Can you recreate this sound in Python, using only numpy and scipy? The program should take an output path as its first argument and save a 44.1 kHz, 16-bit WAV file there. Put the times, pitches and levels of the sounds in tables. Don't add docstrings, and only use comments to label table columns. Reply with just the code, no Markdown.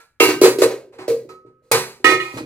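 import sys
import numpy as np
from scipy import signal
from scipy.fft import rfft, irfft
from scipy.io import wavfile
from scipy.ndimage import uniform_filter1d

SR = 44100
rng = np.random.default_rng(int(sys.argv[2]) if len(sys.argv) > 2 else 0)


def bounce(signal):
    frames = np.transpose(np.atleast_2d(signal))
    limited = np.clip(frames, -1, 1)
    pcm = np.round(limited * 32767).astype(np.int16)
    wavfile.write(sys.argv[1], SR, pcm)


N = 108045

# start in seconds, relative bowl level in dB, centre in Hz,
# bowl T60 in seconds, chatter time constant in seconds, cabinet level in dB.
SINK_KNOCKS = [(0.204, 0.5, 433, 0.073, 0.0036, -44), (0.224, -5.5, 382, 0.17, 0.0053, -47),
               (0.249, -14, 388, 0.078, 0.012, -38), (0.285, -5.5, 363, 0.11, 0.014, -42),
               (0.337, -19, 342, 0.23, 0.0087, -40), (0.415, 6, 374, 0.14, 0.014, -36),
               (0.437, 0.5, 428, 0.062, 0.005, -37.5), (0.459, -2, 500, 0.09, 0.008, -41),
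               (0.477, -6, 406, 0.076, 0.008, -42.5), (0.534, -21, 390, 0.21, 0.008, -57),
               (0.585, -7, 404, 0.24, 0.0027, -50), (0.62, 7.5, 495, 0.076, 0.018, -47),
               (0.636, -14.5, 412, 0.11, 0.018, -38), (0.677, -28, 415, 0.089, 0.0063, -50.5),
               (0.719, -21.5, 515, 0.076, 0.004, -57), (0.878, -43, 369, 0.28, 0.008, -65),
               (0.939, -34, 503, 0.26, 0.008, -58.5), (0.988, -28, 371, 0.4, 0.0093, -49),
               (1.08, -4.5, 474, 0.28, 0.0045, -41), (1.103, -23.5, 463, 0.26, 0.0045, -42),
               (1.138, -30, 455, 0.11, 0.0064, -48), (1.199, -31, 466, 0.12, 0.011, -58.5),
               (1.251, -29, 374, 0.15, 0.0071, -59.5), (1.296, -38, 371, 0.22, 0.0091, -56),
               (1.448, -34.5, 371, 0.17, 0.008, -56), (1.62, -48, 511, 0.42, 0.008, -68.5),
               (1.713, -7, 506, 0.13, 0.013, -30), (1.747, -14.5, 406, 0.22, 0.01, -35),
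               (2, -40, 398, 0.14, 0.01, -58), (2.043, -5.5, 366, 0.093, 0.01, -40),
               (2.088, -12, 345, 0.3, 0.011, -50), (2.119, -9, 530, 0.052, 0.0094, -39.5),
               (2.338, -13.5, 304, 0.097, 0.019, -35), (2.367, -8.5, 283, 0.088, 0.0062, -47),
               (2.405, -9.5, 291, 0.087, 0.0053, -40)]
# frequency in Hz, relative level in dB.
BOWL_MODES = [(250, -6.5), (282, -6.5), (320, -1.5), (345, -2.5), (375, 3), (405, 3), (430, -3), (460, 3.5),
              (503, -1), (532, -5), (580, -11.5)]
# frequency in Hz, relative level in dB, T60
# in seconds.
CABINET_MODES = [(40.2, -16.5, 0.34), (63.5, -11, 0.25), (127.74, 1.5, 0.43), (157.8, 0, .3),
                 (204, -6.5, .3), (248.3, -2.5, .45)]

POT_HZ = [514, 1066, 1276, 1502, 1834, 1918, 2149, 2424, 2458, 2859, 3270, 3490, 3569, 4072, 4460, 4855,
          5650, 6580, 6840, 7720, 9190, 9910, 11200]
PAN_HZ = [958, 1265, 1556, 2130, 2277, 2530, 2702, 2813, 3133, 3553, 4151, 4856, 5873]
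LID_HZ = [877, 1200, 1310, 1620, 1954, 2300, 2457, 3295, 3558, 4064, 4382, 4665, 5140, 5620]
DISH_HZ = [467, 540, 1351, 1451, 1666, 1866, 2320, 3500]
# relative level in dB, free T60 in seconds.
POT_MODES = [(-12.5, 1), (-14, 0.23), (-0.5, 0.71), (-20.5, 0.42), (0.5, 0.3), (0.5, 0.35), (-7.5, 0.6),
             (-9, 1), (-4.5, 1), (-6.5, 0.34), (-21.5, 1), (-14, 0.47), (-21, 0.54), (-15, 0.49),
             (-24.5, 0.9), (-30, 0.47), (-23.5, 0.44), (-23.5, 0.15), (-37, 0.18), (-22.5, 0.11),
             (-27, 0.13), (-20, 0.13), (-38, 0.22)]
PAN_MODES = [(-11.5, 0.33), (1.5, .12), (-13.5, 0.77), (-5.5, 0.15), (-1.5, 0.29), (-7.5, .2), (-1, 0.21),
             (-8.5, 0.63), (-8.5, .1), (-21, .25), (-22, .3), (-21, 0.36), (-25.5, 0.36)]
LID_MODES = [(-1, 0.28), (5, .2), (-0.5, 0.16), (-1, 0.13), (0, 0.21), (1, 0.43), (-0.5, 0.21), (-20, 0.2),
             (-11, .21), (-11, 0.21), (-15, .3), (-6, 0.36), (-10, 0.28), (-10, 0.23)]
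DISH_MODES = [(-53.5, .15), (-55, .15), (-52, .4), (-54.5, .2), (-51, .2), (-51, .25), (-57, 0.31),
              (-72, 0.22)]
# start in seconds, level in dB, chatter time constant in seconds, tilt
# above 1300 Hz in dB per octave, factor on the free T60, delay of the grip in seconds, grip loss in dB.
POT_BLOWS = [(1.292, -44, .003, -48.5, 1.2, 0.041, 1.5), (2.044, -12.5, 0.018, 0.5, 1.22, 0.1, 15),
             (2.2, -27.5, 0.0042, 1.5, 0.52, 0.1, -2)]
PAN_BLOWS = [(0.202, -11.5, 0.013, 1.5, 1.26, 0.066, 6), (0.285, -29.5, .01, -3.5, 1.4, 0.034, 3)]
LID_BLOWS = [(.99, -54, 0.018, -20, .9, 0.055, 1.5), (1.08, -51.5, .01, 6, 1.1, 0.052, 1.2),
             (1.293, -65, 0.012, 3, .7, .04, 3), (1.715, -20.5, 0.0088, -4.5, 0.49, 0.061, 1.9)]
DISH_BLOWS = [(0.00077, 0.019, .01, 0, 0.59, 1, 0)]

# start in seconds, level in dB, tilt in dB per octave, attack in seconds,
# hold in seconds, T60 in seconds, lead of the left channel in milliseconds.
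CRASHES = [(.001, -51, 0, 0.00033, 0.01, .3, 0.1), (0.199, -15.5, 1.5, 0.0046, 0.045, .3, 0.07),
           (0.286, -21, -1, 0.0033, 0.019, .25, 0.047), (0.413, -17.5, 2.5, .002, 0.03, .3, -0.074),
           (0.434, -13.5, -1, 0.0062, 0.017, .25, -0.11), (0.584, -30, 2.5, 0.0025, 0.06, .3, 0.019),
           (0.617, -16.5, 0, 0.0023, 0.02, 0.13, 0.1), (0.638, -33.5, -1.5, 0.031, 0.05, .3, .05),
           (0.921, -52, -4, 0.012, 0.023, .3, 0.11), (0.983, -38.5, -5, .005, 0.037, .3, 0.13),
           (1.078, -32, 2.5, 0.0025, 0.018, .3, 0.054), (1.288, -46, -2.5, .004, 0.018, .25, 0.16),
           (1.459, -65, -4.5, 0.0049, .02, 0.25, 0.12), (1.62, -70.5, 2, .02, 0.083, .2, 0.042),
           (1.714, -11.5, 6.5, 0.0029, 0.0023, 0.091, 0.025), (1.716, -16, 0, 0.0024, 0.032, 0.37, 0.1),
           (2.042, -22, -0.5, .002, 0.078, 0.24, 0.032), (2.199, -37, -1.5, 0.012, 0.021, 0.73, -0.26),
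           (2.318, -43, 0.5, .03, .02, .3, -0.17), (2.371, -30, -3, 0.0034, 0.011, 0.19, -0.22)]
# frequency in Hz, relative spectral density in dB.
CRASH_SPECTRUM = [(35, -61), (60, -38.5), (295, -34), (409, -25), (517, -17), (639, -8), (929, -5.5),
                  (3070, -13.5), (4790, -13.5), (11400, -17.5), (16200, -30.5)]
# centre in Hz, width in Hz, gain in dB.
STEEL_RESONANCES = [(966, 120, 4), (1279, 68, 5), (1507, 32, 5.5), (1910, 92, 4.5), (2202, 60, 5.5),
                    (2465, 150, 6), (3218, 67, -4), (3450, 500, 0.5), (4100, 160, 5.5), (4650, 73, 5.5),
                    (5260, 130, 0), (7370, 240, -1), (7540, 200, 2.5), (9400, 900, -1)]
# frequency in Hz, left minus right in dB.
NOISE_BALANCE = [(60, 4.5), (110, 4), (200, -5.5), (380, 1.5), (700, -4), (1290, -2.5), (2380, -2.5),
                 (4400, -1.5), (8120, -4), (15000, 6)]
# frequency in Hz, relative spectral density in dB.
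BACKGROUND_SPECTRUM = [(25, -4.5), (87, 2.5), (250, -9.5), (960, -23.5), (1400, -13), (4250, -36),
                       (16000, -40)]

TWIN_SPLIT_HZ, TWIN_DB, TWIN_DB_PER_OCT = 8, -10.5, 4
FIRST_CONTACT_GAIN, GRIP_FADE_S = 2.5, 0.078
KNOCK_REACH_OCT, KNOCK_FAR_DB, KNOCK_SCATTER_DB = 0.17, -15.5, 2.5
BOWL_RADIATES_HZ = 230
RIPPLE_WIDTH_HZ, RIPPLE_DB = 30, 3
COHERENT_BELOW_HZ, TREBLE_COHERENCE = 710, 0.64
ROOM_T60_S, ROOM_DB, ROOM_DELAY_S = 0.4, -5, 0.0018


def undb(db):
    return 10 ** (np.asarray(db) / 20)


def curve(hz, table):
    table = np.array(table, float)
    return np.interp(np.log(hz + 1), np.log(table[:, 0]), table[:, 1])


def add(out, sound, at_s):
    start = int(at_s * SR)
    n = min(sound.shape[-1], N - start)
    out[:, start:start + n] += sound[..., :n]


def struck_modes(hz, db, t60, chatter_s, rise_s, left_lag_s=0, pan_db=0, grip_s=1, grip_db=0, size=30000):
    t = np.arange(size) / SR
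    force = rng.standard_normal(4096) * np.exp(-t[:4096] / chatter_s)
    force *= rng.random(4096) < .05
    force[0] += FIRST_CONTACT_GAIN * np.linalg.norm(force)
    side = np.array([[1.], [-1.]])
    twins = rng.standard_normal((len(hz), 2))
    response = np.zeros((2, size))
    for f, level_db, decay_s, (spread, phase) in zip(hz, db, t60, twins):
        n = min(int(decay_s * SR * 1.2), size)
        twin_gain = undb(min(TWIN_DB + TWIN_DB_PER_OCT * np.log2(f / 1000), -1))
        beat_hz = TWIN_SPLIT_HZ * f / 1000 * (1 + 0.14 * spread)
        beat = 1 + twin_gain * np.exp(2j * np.pi * (beat_hz * t[:n] + phase))
        tone = beat * np.exp((2j * np.pi * f - np.log(1000) / decay_s) * t[:n]) * undb(level_db)
        placement = np.exp(-1j * np.pi * f * left_lag_s * side) * undb(side * pan_db / 2)
        response[:, :n] += np.imag(tone * placement)
    rise = np.sin(np.pi / 2 * np.minimum(t / rise_s, 1)) ** 2
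    grip = undb(-grip_db * np.clip((t - grip_s) / GRIP_FADE_S, 0, 1))
    return signal.fftconvolve(response * rise * grip, force[None] / np.linalg.norm(force), axes=1)


def sink():
    bowl_hz, bowl_db = np.array(BOWL_MODES, float).T
    low_hz, low_db, low_t60 = np.array(CABINET_MODES, float).T
    bowl, cabinet = np.zeros((2, 2, N))
    for start_s, level_db, centre_hz, t60, chatter_s, cabinet_db in SINK_KNOCKS:
        near_db = np.maximum(-6 * (np.log2(bowl_hz / centre_hz) / KNOCK_REACH_OCT) ** 2, KNOCK_FAR_DB)
        scatter_db = KNOCK_SCATTER_DB * rng.standard_normal(len(bowl_hz))
        mix_db = bowl_db + near_db + scatter_db + level_db - 7.5
        boom = struck_modes(bowl_hz, mix_db, np.full_like(bowl_hz, t60), chatter_s,
                            rise_s=0.0036, left_lag_s=.0001, pan_db=-2.4, size=12000)
        thud = struck_modes(low_hz, low_db + cabinet_db, low_t60, chatter_s, rise_s=.012, size=16000)
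        add(bowl, boom, start_s)
        add(cabinet, thud, start_s)
    radiation = signal.butter(4, BOWL_RADIATES_HZ, "high", fs=SR, output="sos")
    return signal.sosfilt(radiation, bowl) + cabinet


def vessel(hz, modes, blows, pan_db, left_lag_s=-0.00013):
    out, hz = np.zeros((2, N)), np.array(hz, float)
    mode_db, free_t60 = np.array(modes, float).T
    for start_s, level_db, chatter_s, tilt_db, t60_factor, grip_s, grip_db in blows:
        mix_db = mode_db + level_db + tilt_db * np.maximum(np.log2(hz / 1300), 0)
        clang = struck_modes(hz, mix_db, free_t60 * t60_factor, chatter_s, rise_s=0.00027,
                             left_lag_s=left_lag_s, pan_db=pan_db, grip_s=grip_s, grip_db=grip_db)
        add(out, clang, start_s)
    return out


def stereo_noise(size, spectrum, colour_db=0., left_lead_s=0.):
    hz = np.fft.rfftfreq(size, 1 / SR)
    gain = undb(curve(hz, spectrum) + colour_db)
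    coherence = TREBLE_COHERENCE + (1 - TREBLE_COHERENCE) / (1 + (hz / COHERENT_BELOW_HZ) ** 2)
    mid, side = rfft(rng.standard_normal((2, size))) * gain * np.sqrt([1 + coherence, 1 - coherence])
    pan = undb(curve(hz, NOISE_BALANCE) / 2) * np.exp(1j * np.pi * hz * left_lead_s)
    out = irfft(np.array([(mid + side) * pan, (mid - side) / pan]), size)
    return out / np.sqrt(np.mean(out ** 2))


def crashes(size=2 ** 14):
    out, t, hz = np.zeros((2, N)), np.arange(size) / SR, np.fft.rfftfreq(size, 1 / SR)
    ripple = uniform_filter1d(rng.standard_normal(len(hz)), int(RIPPLE_WIDTH_HZ * size / SR))
    resonance_db = sum(db / (1 + (2 * (hz - f) / width) ** 2) for f, width, db in STEEL_RESONANCES)
    steel_db = resonance_db + RIPPLE_DB * ripple / ripple.std()
    for start_s, level_db, tilt_db, attack_s, hold_s, t60, lead_ms in CRASHES:
        attack = np.minimum(t / attack_s, 1)
        release = undb(-60 * np.maximum(t - attack_s - hold_s, 0) / t60)
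        colour_db = steel_db + tilt_db * np.log2(hz / 2000 + .15)
        noise = stereo_noise(size, CRASH_SPECTRUM, colour_db, lead_ms / 1000)
        add(out, noise * attack * release * undb(level_db), start_s)
    return out


def reverberation(sound, size=2 ** 14):
    t = np.arange(size) / SR
    decay = undb(-60 * t / ROOM_T60_S) * (t > ROOM_DELAY_S)
    tail = stereo_noise(size, [(50, -4.5), (16000, -9.5)]) * decay
    tail /= np.sqrt(np.mean(np.sum(tail ** 2, axis=1)))
    return signal.fftconvolve(sound.mean(axis=0)[None], tail, axes=1)[:, :N] * undb(ROOM_DB)


def background(level_db=-72):
    return undb(level_db) * stereo_noise(N + 1, BACKGROUND_SPECTRUM)[:, :N]


def scene():
    ringing = (sink()
               + vessel(POT_HZ, POT_MODES, POT_BLOWS, pan_db=-8.5, left_lag_s=0.00014)
               + vessel(PAN_HZ, PAN_MODES, PAN_BLOWS, pan_db=-2.5)
               + vessel(LID_HZ, LID_MODES, LID_BLOWS, pan_db=0)
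               + vessel(DISH_HZ, DISH_MODES, DISH_BLOWS, pan_db=-2.5))
    return ringing + reverberation(ringing) + crashes() + background()


def record(dry, cutoff_hz=16150):
    lowpass = signal.ellip(8, .2, 60, cutoff_hz, fs=SR, output="sos")
    band_limited = signal.sosfilt(lowpass, np.clip(dry, -1, 1))
    return np.clip(band_limited, -1, 1)


dry = scene()
out = record(dry)
bounce(out)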